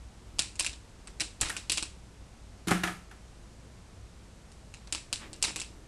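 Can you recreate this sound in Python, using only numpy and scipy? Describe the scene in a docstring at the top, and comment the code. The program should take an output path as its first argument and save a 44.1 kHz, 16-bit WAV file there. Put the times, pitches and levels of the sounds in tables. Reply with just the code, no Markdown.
"""Pressing clay onto a block

Hands press a sheet of soft clay onto a block on a board, in a small, live room with a low hum.
Palms pat and rub the clay. It sticks and lets go in sharp snaps and short peels of fine crackle,
each reflected by the table top before the room reverberates. A pocket of air squelches once.
Midway the board rocks and knocks on the table, and the impacts excite the modes of both."""
import sys
import numpy as np
from scipy import signal
from scipy.fft import rfft, irfft, next_fast_len
from scipy.io import wavfile
from scipy.ndimage import uniform_filter1d

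SR = 44100
rng = np.random.default_rng(int(sys.argv[2]) if len(sys.argv) > 2 else 0)


def dump_mix(stems):
    """Bounce the given channels to the path in sys.argv[1] as a 16-bit WAV at rate SR."""
    frames = np.atleast_2d(stems).T  # one column per channel
    limited = np.clip(frames, -1, 1)  # hard clip at full scale
    pcm = np.round(limited * 32767).astype(np.int16)
    wavfile.write(sys.argv[1], SR, pcm)


N = 258867
T = np.arange(N) / SR
AGE = T[:32768]  # seconds since the onset of an event

# spectrum of the quiet room: frequency_hz, gain_db
ROOM_SPECTRUM = [(20, -5), (32, -3.5), (48, -2), (70, -11), (95, -2.5), (135, -10), (200, -10.5),
                 (290, -16.5), (420, -18.5), (800, -22.5), (1600, -27.5), (3200, -31), (8200, -33),
                 (11500, -43), (13000, -60)]
# soft pats of the palm: start_s, level_db, t60_s
PALM_PATS = [(0.269, -46.5, 0.41), (1.413, -31, 0.19), (5.132, -45, 0.21)]
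# dull shuffles of hands and forearms: centre_s, level_db, length_s
ARM_SHUFFLES = [(.34, -56, 0.28), (1.14, -59.5, 0.27), (4.92, -58, 0.13), (5.28, -51.5, 0.24),
                (5.52, -57, 0.42), (5.77, -55.5, 0.12)]
# spectrum of a shuffle: frequency_hz, gain_db
SHUFFLE_SPECTRUM = [(50, 12), (110, -6), (200, -3), (320, 4), (450, -3), (700, -10.5), (1500, -18.5),
                    (6000, -32)]
# snaps of sticky clay: start_s, relative_level_db, tilt_db_per_octave, crackle_share
CLAY_SNAPS = [ (0.3862, -23, -6.5, 0.1), (0.3923, -5.5, -4, 0.06), (0.556, -32.5, -4, 0.7),
              (0.5928, -21, -4, .05), (0.596, -9, -2.5, 0.18), (0.6065, -14.5, -6.5, 1),
              (0.6466, -15, -4.5, 1), (0.664, -13.5, -4.5, 0.65), (0.7313, -30.5, -8, 0.8),
              (1.0729, -27.5, -5.5, 1), (1.199, -19, -3.5, 0.5), (1.2056, -13, -3.5, 0.99),
              (1.2138, -13, -5, 1), (1.4119, -16, 4, 0.5), (1.415, -11.5, -6, 0.15),
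              (1.4284, -17, -5.5, .6), (1.4965, -24, 2, 0.1), (1.5664, -15.5, -5.5, 0.67),
              (1.6974, -10.5, -3, 0.04), (1.7188, -6.5, -3, 0.58), (1.7742, -12.5, -3, 0.04),
              (1.781, -15.5, -6, 0.2), (1.8260, -15.5, -4.5, 0.7), (4.518, -43, 2.5, 0.5),
              (4.7400, -28, -5.5, 0.55), (4.8737, -33.5, -8.5, 0.28), (4.925, -11.5, -3, 0.15),
              (4.949, -15.5, -6.5, 0), (5.1283, -10.5, -3.5, 0.02), (5.3310, -26, -5, 0.87),
              (5.4262, -8, -1.5, .02), (5.4401, -11, -4.5, 1), (5.4486, -11.5, -4.5, .3),
              (5.5601, -14.5, -3.5, 0.7), (5.6003, -24, -1, 0.4), (5.6161, -19, -5.5, 1)]
# spectrum of a snap: frequency_hz, gain_db
SNAP_SPECTRUM = [(60, -7), (300, -11.5), (600, -13), (1200, -9.5), (1900, -4), (2550, 4), (3200, 3),
                 (4300, 7), (5400, 8), (6500, 5.5), (7900, 9), (9500, 7), (11000, -1), (13000, -23)]
# reflections off the table top and things nearby: delay_ms, gain_db
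NEAR_ECHOES = [(.52, 0.5), (.74, -11.5), (2.8, -2.5), (5.55, -3.5), (5.95, -3.5), (11.6, -7.5), (30, -11.5)]
# hollow resonances that every snap excites: frequency_hz, bandwidth_hz, gain_db
HOLLOW_MODES = [(314, 19, 7.5), (2495, 45, -7.5), (2660, 25, -2), (2830, 17, 2), (3920, 220, -7),
                (5280, 63, -17), (7340, 110, -1.5), (7950, 410, -6), (9350, 190, -10)]
# skin peeling off the clay: start_s, relative_level_db, length_s
SKIN_PEELS = [(1.398, -32, 0.0078), (1.445, -15.5, .045), (1.57, -24, .015), (5.409, -32, 0.0091),
              (5.47, -18, 0.033), (5.575, -22.5, .025)]
# fingers rubbing the clay: centre_s, level_db, length_s
FINGER_RUBS = [(1.433, -31.5, 0.013), (1.466, -41.5, 0.041), (1.548, -51.5, 0.053), (5.235, -47.5, 0.082)]
# spectrum of a rub: frequency_hz, gain_db
RUB_SPECTRUM = [(100, 6.5), (300, -9), (600, -8), (1100, -2), (1600, 0), (2200, -1.5), (3500, -6.5),
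                (9000, -30), (13000, -31)]
# knocks of the board, all levels relative:
# start_s, level_db, low_ring_db, high_ring_db, clatter_db, tilt_db_per_octave, contact_pitch_hz
BOARD_KNOCKS = [(1.4969, -11.5, -17, -14, 2, 1.5, 1600), (2.6714, -5, 5.5, -13, -7.5, 3.5, 322),
                (2.6810, -8.5, -25, 5, 0.5, 4, 880), (2.7075, -1.5, -0.5, -6, 1, 0.5, 317),
                (2.7122, 2, 2.5, -10, -0.5, -2, 750), (2.8341, -2.5, -4.5, 0, 1, 0.5, 1800),
                (2.874, -11.5, -19, 3.5, 3.5, -1.5, 1800), (3.111, -21, -15, -7, -3.5, -0.5, 1390)]
# modes of board and table: frequency_hz, gain_db, t60_s
BOARD_MODES = [(130, -11, .2), (199, -9, .35), (300, -6, .15), (328, 0, .24), (385, -9, .18),
               (179.5, 0, .42), (720, -8, .22), (780, -11, .22), (947, -11, .24), (1222, -8, .24),
               (1262, -8, .22), (1336, -5, .38), (1450, -9, .28), (1682, -9, .3), (1762, -9, .24),
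               (2073, -13, .22), (2355, -12, .2)]
# spectrum of wood clattering on wood: frequency_hz, gain_db
CLATTER_SPECTRUM = [(60, -6), (110, 0), (190, -2), (255, -3), (335, 5), (500, -8), (700, 0), (1000, -4),
                    (1400, 1), (1900, -1), (2800, -4), (4500, -11), (9500, -12), (13000, -23)]


def undb(db):
    """Amplitude grows tenfold with every 20 decibels."""
    return 10 ** (np.asarray(db) / 20)


def level(x, db):
    """Scaling sets the root-mean-square level of a signal."""
    return x * undb(db) / np.sqrt(np.mean(x ** 2))


def fade(t60_s):
    """Damping: amplitude falls exponentially, by 60 dB in t60_s."""
    return np.exp(-np.log(1000) * AGE / t60_s)


def burst(t60_s, rise_s=1e-5, size=len(AGE)):
    """A transient of damped noise, normalised to unit energy."""
    x = rng.standard_normal(size) * fade(t60_s)[:size] * (1 - np.exp(-AGE[:size] / rise_s))
    return x / np.sqrt(np.sum(x ** 2))


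def waver(size):
    """Averaging noise over size samples leaves a slow fluctuation, scaled to unit rms."""
    return level(uniform_filter1d(uniform_filter1d(rng.standard_normal(N), size), size), 0)


def resonate(x, hz, width_hz):
    """A second-order resonator passes a band, with unit gain at its centre."""
    return signal.lfilter(*signal.iirpeak(hz, hz / width_hz, fs=SR), x)


def colour(x, spectrum, tilt_db=0, pivot_hz=4000):
    """A minimum-phase filter imposes a spectrum, tilted by tilt_db per octave about the pivot."""
    size = 2 * next_fast_len(len(x) // 2 + 2048)
    octave = np.log2(np.maximum(np.arange(size // 2 + 1) * SR / size, 1))
    hz, db = np.transpose(spectrum)
    gain_db = np.interp(octave, np.log2(hz), db) + tilt_db * np.clip(octave - np.log2(pivot_hz), -2, 2)
    cepstrum = irfft(np.log(undb(gain_db)))
    # folding the cepstrum onto positive time makes the filter causal
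    cepstrum[1:size // 2] *= 2
    cepstrum[size // 2 + 1:] = 0
    return irfft(rfft(x, size) * np.exp(rfft(cepstrum)))[:len(x)]


def add(out, start_s, x):
    """Superposition: a sound adds to those already present."""
    i = max(int(start_s * SR), 0)
    out[i:i + len(x)] += x[:len(out) - i]


def room_tone(hiss_db=-52, hum_hz=57.2, hum_db=-53.5, waver_hz=4.9, waver_db=4):
    """Random frequency and amplitude modulation make a low hum waver over steady noise."""
    hiss = level(colour(rng.standard_normal(N), ROOM_SPECTRUM), hiss_db)
    pitch_hz = hum_hz + waver_hz * waver(size=2000)
    hum = np.sin(2 * np.pi * np.cumsum(pitch_hz) / SR) * undb(waver_db * waver(size=1200))
    return hiss + level(hum, hum_db)


def pats(low_hz=52, high_hz=96, high_db=-4):
    """A soft impact excites only low modes: the palm lands on the clay and the table thuds."""
    out = np.zeros(N)
    thud = np.sin(2 * np.pi * low_hz * AGE) + undb(high_db) * np.sin(2 * np.pi * high_hz * AGE)
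    for start_s, db, t60_s in PALM_PATS:
        add(out, start_s, -undb(db) * fade(t60_s) * thud)
    return out


def friction(strokes, spectrum, grain_db):
    """Sliding friction: tiny uneven slips make a noise that swells and dies with each stroke."""
    pressure = sum(undb(db) * np.exp(-(2 * (T - centre_s) / length_s) ** 2)
                   for centre_s, db, length_s in strokes)
    slips = rng.standard_normal(N) * undb(grain_db * np.minimum(rng.exponential(size=N), 5))
    return pressure * level(colour(slips, spectrum), 0)


def early_reflections(smear=0.13, delay_spread=0.029):
    """Echoes follow the direct sound; they shift with the spot and smear the further they travel."""
    path = np.zeros(len(AGE))
    path[0] = 1
    for delay_ms, db in NEAR_ECHOES:
        delay_s = delay_ms / 1000 * (1 + delay_spread * rng.standard_normal())
        add(path, delay_s, undb(db) * burst(smear * delay_s, size=1024))
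    return path


def snap(tilt_db, crackle_share, scatter_db=-3, absorb_hz=10500):
    """Adhesion fails suddenly: the clay radiates an impulse and fine crackle, and the room responds."""
    release = np.sqrt(crackle_share) * burst(t60_s=0.0038, size=512)
    release[0] -= np.sqrt(1 - crackle_share)
    release /= np.sqrt(np.sum(release ** 2))
    near = signal.fftconvolve(release, early_reflections())[:len(AGE)]
    # clutter on the table scatters the sound, then the walls take over; both absorb the top
    scatter = undb(scatter_db) * burst(t60_s=0.035, rise_s=0.0013)
    reverberation = burst(t60_s=0.31, rise_s=0.002)
    diffuse = signal.sosfilt(signal.butter(4, absorb_hz, fs=SR, output="sos"), scatter + reverberation)
    return colour(near + diffuse, SNAP_SPECTRUM, tilt_db)


def snaps():
    """Isolated contacts let go one at a time, each as a separate transient."""
    out = np.zeros(N)
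    for start_s, db, tilt_db, crackle_share in CLAY_SNAPS:
        add(out, start_s, undb(db) * snap(tilt_db, crackle_share))
    return out


def peels(snaps_per_s=160, spread_db=2.5):
    """Peeling breaks adhesion bit by bit, dividing its energy among a run of tiny snaps."""
    out = np.zeros(N)
    for start_s, db, length_s in SKIN_PEELS:
        count = max(int(snaps_per_s * length_s), 1)
        times = start_s + length_s * (np.arange(count) + rng.random(count)) / count
        gains = level(undb(spread_db * rng.standard_normal(count)), db) / np.sqrt(count)
        for time_s, gain in zip(times, gains):
            add(out, time_s, gain * snap(tilt_db=-7, crackle_share=0.7))
    return out


def hollow_ring(releases):
    """Resonance: snaps and peels drive narrow modes that ring on briefly."""
    return sum(undb(db) * resonate(releases, hz, width_hz) for hz, width_hz, db in HOLLOW_MODES)


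def board_ring(low_db, high_db, split_hz=600, rise_s=0.003):
    """Free vibration of board and table is a sum of damped modes."""
    ring = 0
    for hz, mode_db, t60_s in BOARD_MODES:
        gain = undb(mode_db + (low_db if hz < split_hz else high_db))
        # the higher modes arrive by many paths, so their phases scatter
        phase = rng.uniform(0, 2 * np.pi) * (hz > split_hz)
        ring = ring + gain * fade(t60_s) * np.sin(2 * np.pi * hz * AGE + phase)
    return ring * (1 - np.exp(-AGE / rise_s))


def clatter(contact_hz, tilt_db, resonance_db=1, room_db=-2):
    """Wood chatters on wood in a noise burst; a stiffer contact resonates at a higher pitch."""
    chatter = burst(t60_s=0.053, rise_s=0.0017)
    resonance = undb(resonance_db) * resonate(chatter, contact_hz, contact_hz / 2)
    reverberation = undb(room_db) * burst(t60_s=0.37, rise_s=0.0092)
    return colour(chatter + resonance + reverberation, CLATTER_SPECTRUM, tilt_db, pivot_hz=1520)


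def knocks(ring_gain_db=-28, clatter_gain_db=8):
    """Each impact of board on table radiates both modal ringing and contact noise."""
    out = np.zeros(N)
    for start_s, db, low_db, high_db, clatter_db, tilt_db, contact_hz in BOARD_KNOCKS:
        ring = undb(ring_gain_db) * board_ring(low_db, high_db)
        contact = undb(clatter_db + clatter_gain_db) * clatter(contact_hz, tilt_db)
        add(out, start_s, undb(db) * (ring + contact))
    return out


def squelch(start_s=1.502, db=-37.5, start_hz=1950, end_hz=1544, width_hz=150, opening_s=0.0136):
    """Cavity resonance: air rushes into a pocket under the lifting palm; the pitch sinks as it opens."""
    out = np.zeros(N)
    pitch_hz = end_hz + (start_hz - end_hz) * np.exp(-AGE / opening_s)
    tone = np.sin(2 * np.pi * np.cumsum(pitch_hz) / SR)
    rush = waver(size=int(SR / width_hz))[:len(AGE)]
    add(out, start_s, undb(db) * fade(t60_s=0.15) * rush * tone)
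    return out


def scene(clay_gain_db=2):
    """The sound pressures of all sources sum at one close microphone."""
    rubs = friction(FINGER_RUBS, RUB_SPECTRUM, grain_db=3.5)
    shuffles = friction(ARM_SHUFFLES, SHUFFLE_SPECTRUM, grain_db=2)
    hands = pats() + rubs + shuffles + squelch()
    room = room_tone()
    board = knocks()
    releases = snaps() + peels()
    clay = undb(clay_gain_db) * (releases + hollow_ring(releases))
    return (room + board + hands + clay)[None]


def record(dry, bottom_hz=14, top_hz=13200):
    """Band limiting: two filters remove the deepest bass and the highest treble."""
    dry = signal.sosfilt(signal.butter(2, bottom_hz, "high", fs=SR, output="sos"), dry)
    return signal.sosfilt(signal.ellip(8, 0.2, 70, top_hz, fs=SR, output="sos"), dry)


dry = scene()
out = record(dry)
dump_mix(out)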